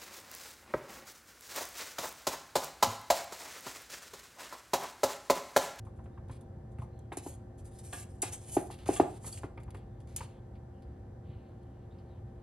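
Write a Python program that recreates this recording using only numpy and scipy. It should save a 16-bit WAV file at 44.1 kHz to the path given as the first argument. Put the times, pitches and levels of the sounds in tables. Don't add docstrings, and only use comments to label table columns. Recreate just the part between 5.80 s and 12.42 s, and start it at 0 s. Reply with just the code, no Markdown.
import sys
import numpy as np
from scipy import signal
from scipy.fft import rfft, irfft
from scipy.io import wavfile
from scipy.ndimage import uniform_filter1d

SR = 44100
rng = np.random.default_rng(int(sys.argv[2]) if len(sys.argv) > 2 else 0)


def nominal_scale(level):
    x = np.asarray(level, float) / 20
    return 10 ** x


def generate_wav(signal):
    frames = np.transpose(np.atleast_2d(signal))
    scaled = np.clip(frames, -1, 1) * 32767
    pcm = np.round(scaled).astype(np.int16)
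    wavfile.write(sys.argv[1], SR, pcm)


N = 291942
T = np.arange(N) / SR
HZ = np.fft.rfftfreq(N, 1 / SR) + 1


def table(points):
    hz, value = np.transpose(points)
    return np.interp(np.log(HZ), np.log(hz), value)


def colour(x, points):
    inside = (HZ > points[0][0]) * (HZ < points[-1][0])
    gain = nominal_scale(table(points)) * inside
    return irfft(rfft(x) * gain / np.sqrt(np.mean(gain ** 2)), N)


def add(track, s, sound):
    i = int(s * SR)
    track[i:i + len(sound)] += sound[:N - i]


def walk(rate):
    hold = int(SR / rate)
    steps = np.repeat(rng.standard_normal(N // hold + 1), hold)
    x = uniform_filter1d(uniform_filter1d(steps, hold), hold)[:N]
    return x / x.std()


def resonance(x, hz, width_hz):
    return signal.lfilter(*signal.iirpeak(hz, hz / width_hz, fs=SR), x)


def double_resonance(x, hz, width_hz):
    return resonance(resonance(x, hz, width_hz), hz, width_hz)


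def noise_burst(t, t60_s, attack_s):
    return rng.standard_normal(len(t)) * nominal_scale(-60 * t / t60_s) * np.minimum(t / attack_s, 1)


def ring(modes, contact_ms, tilt_db=0., scatter_db=0., late=0.):
    hz, db, t60 = np.transpose(modes)[:, :, None]
    t = T[:SR // 3]
    gain = nominal_scale(db + tilt_db * np.log2(hz / 500) + scatter_db * rng.standard_normal(hz.shape))
    build = (1 - np.exp(-t * hz / .25)) ** 2
    lag = late * np.log(hz / 920)
    waves = np.sin(2 * np.pi * (hz * t - lag))
    free = np.sum(gain * build * waves * nominal_scale(-60 * t / t60), axis=0)
    sound = np.convolve(free, np.hanning(int(contact_ms * SR / 1000) + 3))
    return sound / np.abs(sound).max()


def grit(spread_db):
    size_db = spread_db * np.minimum(rng.exponential(size=N), 6.5)
    x = rng.standard_normal(N) * nominal_scale(size_db)
    return x / x.std()


def stroke(length_s, sag_db, attack_s, release_t60_s):
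    t = T[:int((attack_s + length_s + release_t60_s) * SR)] - attack_s
    sag = -sag_db * np.clip(t / length_s, 0, 1)
    release = -60 * np.maximum(t - length_s, 0) / release_t60_s
    return nominal_scale(sag + release) * np.clip(1 + t / attack_s, 0, 1) ** 2


def air():
    # frequency_hz, density_db (per Hz)
    rumble_spectrum = [(13, -39), (22, -23), (64, 2), (108, 3), (129, -4), (151, -5), (178, -17),
                       (204, -22), (230, -15), (300, -49.5), (510, -120)]
    hiss_spectrum = [(120, -19), (200, 4), (301, -5.5), (359, -9), (406, -8), (530, -8.5), (589, -12.5),
                     (769, -13.5), (1260, -25.5), (1800, -28), (2520, -39.5), (11100, -50.5),
                     (13800, -54.5)]
    rumble = nominal_scale(-48.5 + .7 * walk(2)) * colour(rng.standard_normal(N), rumble_spectrum)
    return rumble + nominal_scale(-56.5) * colour(rng.standard_normal(N), hiss_spectrum)


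def fridge():
    # frequency_hz, level_db (rms)
    tones = [(118.4, -56.5), (355.3, -62), (473.7, -75.5), (532.9, -71), (646.0, -77.5), (775.2, -70.5),
             (1550, -88.5), (1771, -87.5)]
    out = np.zeros(N)
    for hz, db in tones:
        level = np.sqrt(2) * nominal_scale(db + 0.5 * walk(39))
        out += level * np.sin(2 * np.pi * (hz * T + rng.random()))
    return out


def shells(x, patchy_db, width):
    centres = np.geomspace(700, 13500, num=64)
    return sum(nominal_scale(patchy_db * walk(15)) * resonance(x, hz, width * hz) for hz in centres)


def scratching():
    # start_s, peak_db, dull_part_db, t60_s
    claws = [(0.049, -58.5, -4, .18), (0.1595, -67, -9, 0.3), (0.2404, -64, -1, 0.18),
             (0.4823, -59, -1, 0.19), (0.609, -51.5, -13, .064), (0.9164, -63, -14, 0.12),
             (0.985, -58, -4, 0.22), (1.0181, -59, -22, .096), (1.19, -48, -30, 0.024),
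             (2.902, -58.5, -8, 0.089), (2.941, -48.5, 5, .031), (3.0579, -44.5, 5.5, 0.12),
             (3.079, -40, 4, .06), (3.7744, -63.5, 10, 0.061), (3.8, -60, -3, .15), (3.8327, -51, -3, .03),
             (3.905, -45.5, 1, 0.032), (3.9438, -52, -1, 0.12), (3.968, -58.5, 8, .1), (4.2016, -57, 1, .1),
             (4.272, -53.5, 4, 0.039), (4.7528, -73.5, 17.5, .088), (5.022, -64, 13, 0.064),
             (5.689, -71, 4, .062), (5.8294, -67, 3, 0.051), (6.1212, -76.5, 13, .07),
             (6.184, -68, 13, 0.13)]
    # start_s, peak_db, dull_part_db, shell_pitch_hz, shell_ring_db
    cracks = [
        (0.5113, -56, -13, 9800, 6),
        (1.323, -48.5, -18, 3740, 7.5),
        (1.3702, -27, -9.5, 7500, -3.5),
        (2.1323, -37.5, -13.5, 3360, -14.5),
        (2.419, -13.5, -21.5, 9580, -7),
        (3.1624, -49, -19, 3280, -10),
        (3.1673, -42, 2.5, 7500, 12),
        (3.5253, -47, -9, 4630, 11.5),
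        (3.5747, -46.5, 6.5, 6500, -9),
        (4.362, -20.5, -11, 6980, -7),
    ]
    # start_s, length_s, level_db, sag_db (over the length), dull_part_db
    slides = [(0.518, .05, -73.5, 3.5, 2.5), (1.022, 0.024, -72.5, 16, 1), (1.33, 0.041, -63.5, 15.5, -3),
              (1.385, 0.021, -59.5, 4.5, -2.5), (1.47, .066, -53.5, 10.5, -9),
              (1.43, 0.023, -61, -2.5, -11), (3.466, 0.064, -52.5, 9, -9), (1.6, 0.15, -107, 5, 0),
              (3.53, 0.052, -57, 0.5, -12), (3.62, 0.036, -78, -1, 2), (4.291, 0.058, -79.5, -4, 6),
              (4.385, 0.074, -61.5, 6.5, 2)]
    # start_s, length_s, level_db, sag_db (over the length), dull_part_db
    rummage = [(1.787, 0.013, -67.5, 0, -7.5), (1.856, 0.015, -61, 5, -10), (1.918, 0.058, -73, -3, -5.5),
               (1.993, .01, -61, 3, -7), (2.041, .075, -61.5, 2, -8.5), (2.133, 0.097, -51, 4, -7.5),
               (2.294, 0.24, -73, 17.5, -7.5), (2.434, 0.059, -46, 8.5, -3.5),
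               (2.528, 0.096, -47, 29.5, -11), (2.615, 0.087, -70.5, -15.5, -7.5),
               (2.722, .03, -47, -0.5, -19), (2.748, 0.17, -58, 13, -9.5), (2.915, 0.054, -58.5, 16.5, 0.5),
               (2.989, 0.054, -71.5, 4.5, 6), (3.076, 0.041, -54, -6.5, -7),
               (3.137, 0.083, -47.5, 7.5, -7.5), (3.252, .12, -66, -0.5, -2.5),
               (3.406, 0.041, -76.5, -19, -10)]
    # frequency_hz, density_db (per Hz)
    bright_spectrum = [(2940, -14), (5000, -10.5), (5700, -7), (6210, -5), (6480, -2.5), (8250, -1.5),
                       (9700, -0.5), (11400, -5), (12600, -26.5), (13800, -39)]
    dull_spectrum = [(500, -14), (1000, -1.5), (2000, 2.5), (2600, 3), (3500, 2), (4700, 1.5),
                     (6000, -11.5)]
    wall_spectrum = [(300, -6), (450, 5.5), (800, 8.5), (1200, -14.5), (2000, -16.5), (2600, -22)]

    bright, dull, wall, rung = np.zeros((4, N))
    t = T[:SR // 3]
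    claw_hz, claw_ring_db, crack_t60_s = 3500, -7, 0.054
    ticks = [(s, db, dull_db, t60, claw_hz, claw_ring_db) for s, db, dull_db, t60 in claws]
    ticks += [(s, db, dull_db, crack_t60_s, hz, ring_db) for s, db, dull_db, hz, ring_db in cracks]
    snap_band = signal.butter(3, [8500, 12400], "band", fs=SR, output="sos")
    for s, db, dull_db, t60, hz, ring_db in ticks:
        fade = nominal_scale(db - 15.5 - 60 * t / max(t60, .005)) * np.minimum(t / .0012, 1)
        add(bright, s, fade)
        add(dull, s, fade * nominal_scale(dull_db))
        snap = nominal_scale(db - 12 - 60 * t[:400] / .004) * rng.standard_normal(400)
        add(rung, s, signal.sosfilt(snap_band, snap))
        shell = double_resonance(fade * rng.standard_normal(len(t)), hz, 500)
        add(rung, s, nominal_scale(ring_db + 18.0) * shell)

    jerky = nominal_scale(1.7 * walk(60))
    attack_s, release_t60_s = 0.017, 0.113
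    for s, length_s, db, sag_db, dull_db in slides + rummage:
        push = nominal_scale(db) * stroke(length_s, sag_db, attack_s, release_t60_s)
        start = s - attack_s
        push = push * jerky[int(start * SR):][:len(push)]
        add(bright, start, push)
        add(dull, start, nominal_scale(dull_db) * push)
        add(wall, start, nominal_scale(-10.5) * push)

    gritty = colour(bright * grit(2.9), bright_spectrum) + colour(dull * grit(3.1), dull_spectrum)
    patchy = shells(gritty, 4.5, .03)
    through_wall = colour(wall * grit(3.2), wall_spectrum)
    return rung + through_wall + nominal_scale(-4) * patchy + nominal_scale(-12.5) * gritty


def paws():
    # start_s, peak_db, floor_boom_db,
    # dull_part_db, claw_part_db
    steps = [(0.068, -38.5, -50, -16, -9), (0.19, -41.5, -58, -9, -10), (0.26, -46.5, -58, 8.5, -10),
             (0.377, -38.5, -48, -2, -29), (0.497, -37.5, -38.5, 5.5, -19), (0.987, -48.5, -31, 15.5, -20),
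             (1.02, -30.5, -37, -30, -8), (1.248, -58, -64, -11, -6), (1.321, -28, -39.5, 5, 0),
             (1.464, -34, -53, -23, -11), (2.433, -23, -68, -29, 4), (3.063, -38.5, -37, 9.5, -4),
             (3.445, -38.5, -47, 5.5, -1), (3.474, -44.5, -52, 10.5, -6), (3.635, -32.5, -37, 8.5, -35),
             (3.777, -38.5, -38.5, 9, 7), (3.881, -40, -67, 0, -14), (3.948, -46, -51, 18, -7),
             (4.408, -27.5, -41, 2, -2), (5.488, -62.5, -34.5, 3, -7)]
    out = np.zeros(N)
    t = T[:SR // 5]
    pad_attack_s = 0.00304
    pad = signal.butter(4, 2600, fs=SR, output="sos")
    for s, db, boom_db, dull_db, claw_db in steps:
        scuff = signal.sosfilt(pad, noise_burst(t, 0.078, pad_attack_s))
        board = double_resonance(scuff, 890, 420)
        knock = board / np.abs(board).max()
        knock = knock + nominal_scale(dull_db + 13.0) * resonance(scuff, 400, 330)
        knock = knock + nominal_scale(claw_db) * resonance(scuff, 1800, 1000)
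        add(out, s - pad_attack_s, nominal_scale(db - 11) * knock)
        floor = ring([(110.6, -7.5, 0.055), (189, -22, 0.032)], 1.4)
        add(out, s + 0.004, nominal_scale(boom_db) * floor)
    return out


def leaves():
    # start_s, length_s, level_db, sag_db (over the length)
    gusts = [(0.63, .07, -78, 18), (1.086, 0.11, -80, -2), (1.594, .02, -77, 10), (3.99, .09, -71, 10),
             (4.17, .03, -86, 2), (4.492, 0.22, -64, 23), (4.757, .05, -71, 16), (4.95, .1, -88, -4),
             (5.057, 0.23, -82, 2), (5.447, 0.067, -77.5, -10), (5.532, 0.2, -70, 6), (5.75, 0.3, -84, -9),
             (6.12, 0.1, -71, 7), (6.24, 0.15, -82, -9), (6.479, .05, -73, 10), (6.563, .06, -80, 3)]
    attack_s, release_t60_s = 0.022, 0.13
    wind = np.zeros(N)
    for s, length_s, db, sag_db in gusts:
        add(wind, s - attack_s, nominal_scale(db - 8.5) * stroke(length_s, sag_db, attack_s, release_t60_s))
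    leaf_spectrum = [(2000, -2), (3000, -2), (4500, -8.5), (6000, -62.0)]  # frequency_hz, density_db
    return wind * nominal_scale(2.0 * walk(25)) * colour(rng.standard_normal(N), leaf_spectrum)


def birds():
    # start_s, end_s, first_pitch_hz, last_pitch_hz, level_db
    calls = [(0.296, .42, 3600, 3800, -87), (1.1, 1.247, 4170, 4100, -82), (1.148, 1.298, 3300, 3130, -85),
             (3.999, 4.342, 3560, 3430, -87), (4.518, 4.62, 3370, 3300, -78),
             (4.913, 5.01, 3100, 2890, -79), (5.45, 5.555, 3800, 3880, -87),
             (5.458, 5.66, 3200, 2660, -79.5), (5.556, 5.758, 4150, 4020, -84.5),
             (5.81, 5.85, 4400, 4300, -83), (5.737, 6.064, 3136, 2900, -83), (6.1, 6.14, 3600, 3750, -75),
             (6.25, 6.378, 4310, 3500, -77.5), (6.298, 6.387, 3260, 3000, -80.5)]
    out = np.zeros(N)
    blur = walk(650)
    for s0, s1, hz0, hz1, db in calls:
        n = int((s1 - s0) * SR)
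        glide = np.sin(2 * np.pi * np.cumsum(np.linspace(hz0, hz1, n)) / SR)
        add(out, s0, nominal_scale(db) * np.sqrt(np.hanning(n)) * blur[int(s0 * SR):][:n] * glide)
    return out


def pail_bumps():
    # start_s, peak_db, brightness_db (per octave), contact_ms
    bumps = [
        (1.3185, -35.5, 7, 0.94),
        (1.3699, -31, -1.5, 1),
        (1.4619, -31.5, -4, .9),
        (2.134, -41.5, -2, 1),
        (2.428, -29.5, -1.5, 1),
        (2.7670, -13.5, -0.5, 0.94),
        (2.9009, -35.5, 13, 0.69),
        (3.0884, -15, -1, 1),
        (3.1981, -9, -0.5, 0.54),
        (3.640, -32, -7.5, 1),
    ]
    # frequency_hz, level_db, t60_s
    wall_modes = [(105, -26, .2), (155, -21, .15), (286, -2, .08), (365, 1.5, .062), (430, -10, .055),
                  (485, -17, .11), (530, -13, .05), (590, -10, .035), (680, -6, .028), (730, 0, .024),
                  (815, -7, .08), (900, -7, .024), (1021, -21, .09), (1085, -22, .07), (1160, -24, .12),
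                  (1238, -30, .12), (1403, -29, .09), (1980, -29, .07), (2306, -31, .1), (2670, -32, .1)]
    out = np.zeros(N)
    t = T[:SR // 4]
    for s, db, tilt_db, contact_ms in bumps:
        boom = ring(wall_modes, contact_ms, tilt_db, scatter_db=.7, late=2.44)
        add(out, s - .0007, nominal_scale(db) * boom)
        jolt = noise_burst(t, .1, .003)
        add(out, s, nominal_scale(db - 22.5) * double_resonance(jolt, 1700, 2430))
        settle = noise_burst(t, .19, .003)
        add(out, s, nominal_scale(db - 11) * double_resonance(settle, 410, 900))
    return out


def rim_pings():
    # start_s, peak_db
    pings = [
        (1.3193, -56),
        (2.128, -35),
        (2.425, -35.5),
        (3.1612, -37),
        (3.446, -61),
    ]
    # frequency_hz, level_db, t60_s
    rim_modes = [(711, -4, .13), (953, -12, .15), (1174, -2, .16), (1663, -5, .22), (1809, -6, .12),
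                 (2175, -6, .16), (2306, -6, .12), (2471, -4, .17), (2702, -5, .2), (2789, -3, .12),
                 (3085, -7, .16), (3338, -3, .17), (3950, -8, .08), (4393, -14, .15)]
    out = np.zeros(N)
    crowd = [(hz, -12, .13) for hz in rng.uniform(600, 3600, size=36)]
    for s, db in pings:
        scrape = rng.standard_normal(600) * nominal_scale(-60 * T[:600] / .015)
        ping = signal.fftconvolve(ring(rim_modes + crowd, .1, -0.5, scatter_db=1.5), scrape)
        add(out, s, nominal_scale(db) * ping / np.abs(ping).max())
    return out


def room(x):
    t = T[:SR // 2]
    t60_s, dull_hz = 0.39, 5000
    tail = rng.standard_normal(len(t)) * nominal_scale(-60 * t / t60_s) * np.clip((t - .004) / 0.0011, 0, 1)
    tail = signal.lfilter(*signal.butter(1, dull_hz, fs=SR), tail)
    return nominal_scale(-15.5) * signal.fftconvolve(x, tail / np.sqrt(np.sum(tail ** 2)))[:N]


def scene():
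    # frequency_hz, level_db (under the middle)
    spread = [(60, -46.5), (110, -45), (200, -21.5), (360, -8), (660, -4.5), (1200, -5), (2200, -8),
              (4000, -1.5), (5500, -4), (13000, -11.5)]
    near = scratching() + paws() + pail_bumps() + rim_pings()
    mid = near + room(near) + air() + fridge() + leaves() + birds()
    around = nominal_scale(-0.5) * room(near) + air() + fridge()
    side = irfft(rfft(around) * nominal_scale(table(spread)), N)
    return np.array([mid + side, mid - side])


def low_pass(x):
    return signal.sosfilt(signal.butter(12, 13940, fs=SR, output="sos"), x)


def record(dry):
    # frequency_hz, phase_rad
    left_phase = [(700, 1.1), (1250, -1.2), (1800, -0.13), (2500, -1.25), (3000, -0.45), (4700, -0.15),
                  (5500, -1.566), (6400, -1.63), (11600, -2.1), (13000, -2)]
    quarter_cycle = 1j * np.tan(np.clip(table(left_phase), -2.8, 0) / 2)
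    lagging = irfft(rfft(dry.mean(axis=0)) * quarter_cycle, N)
    return low_pass(dry + np.array([lagging, -lagging]))


dry = scene()
out = record(dry)
generate_wav(out)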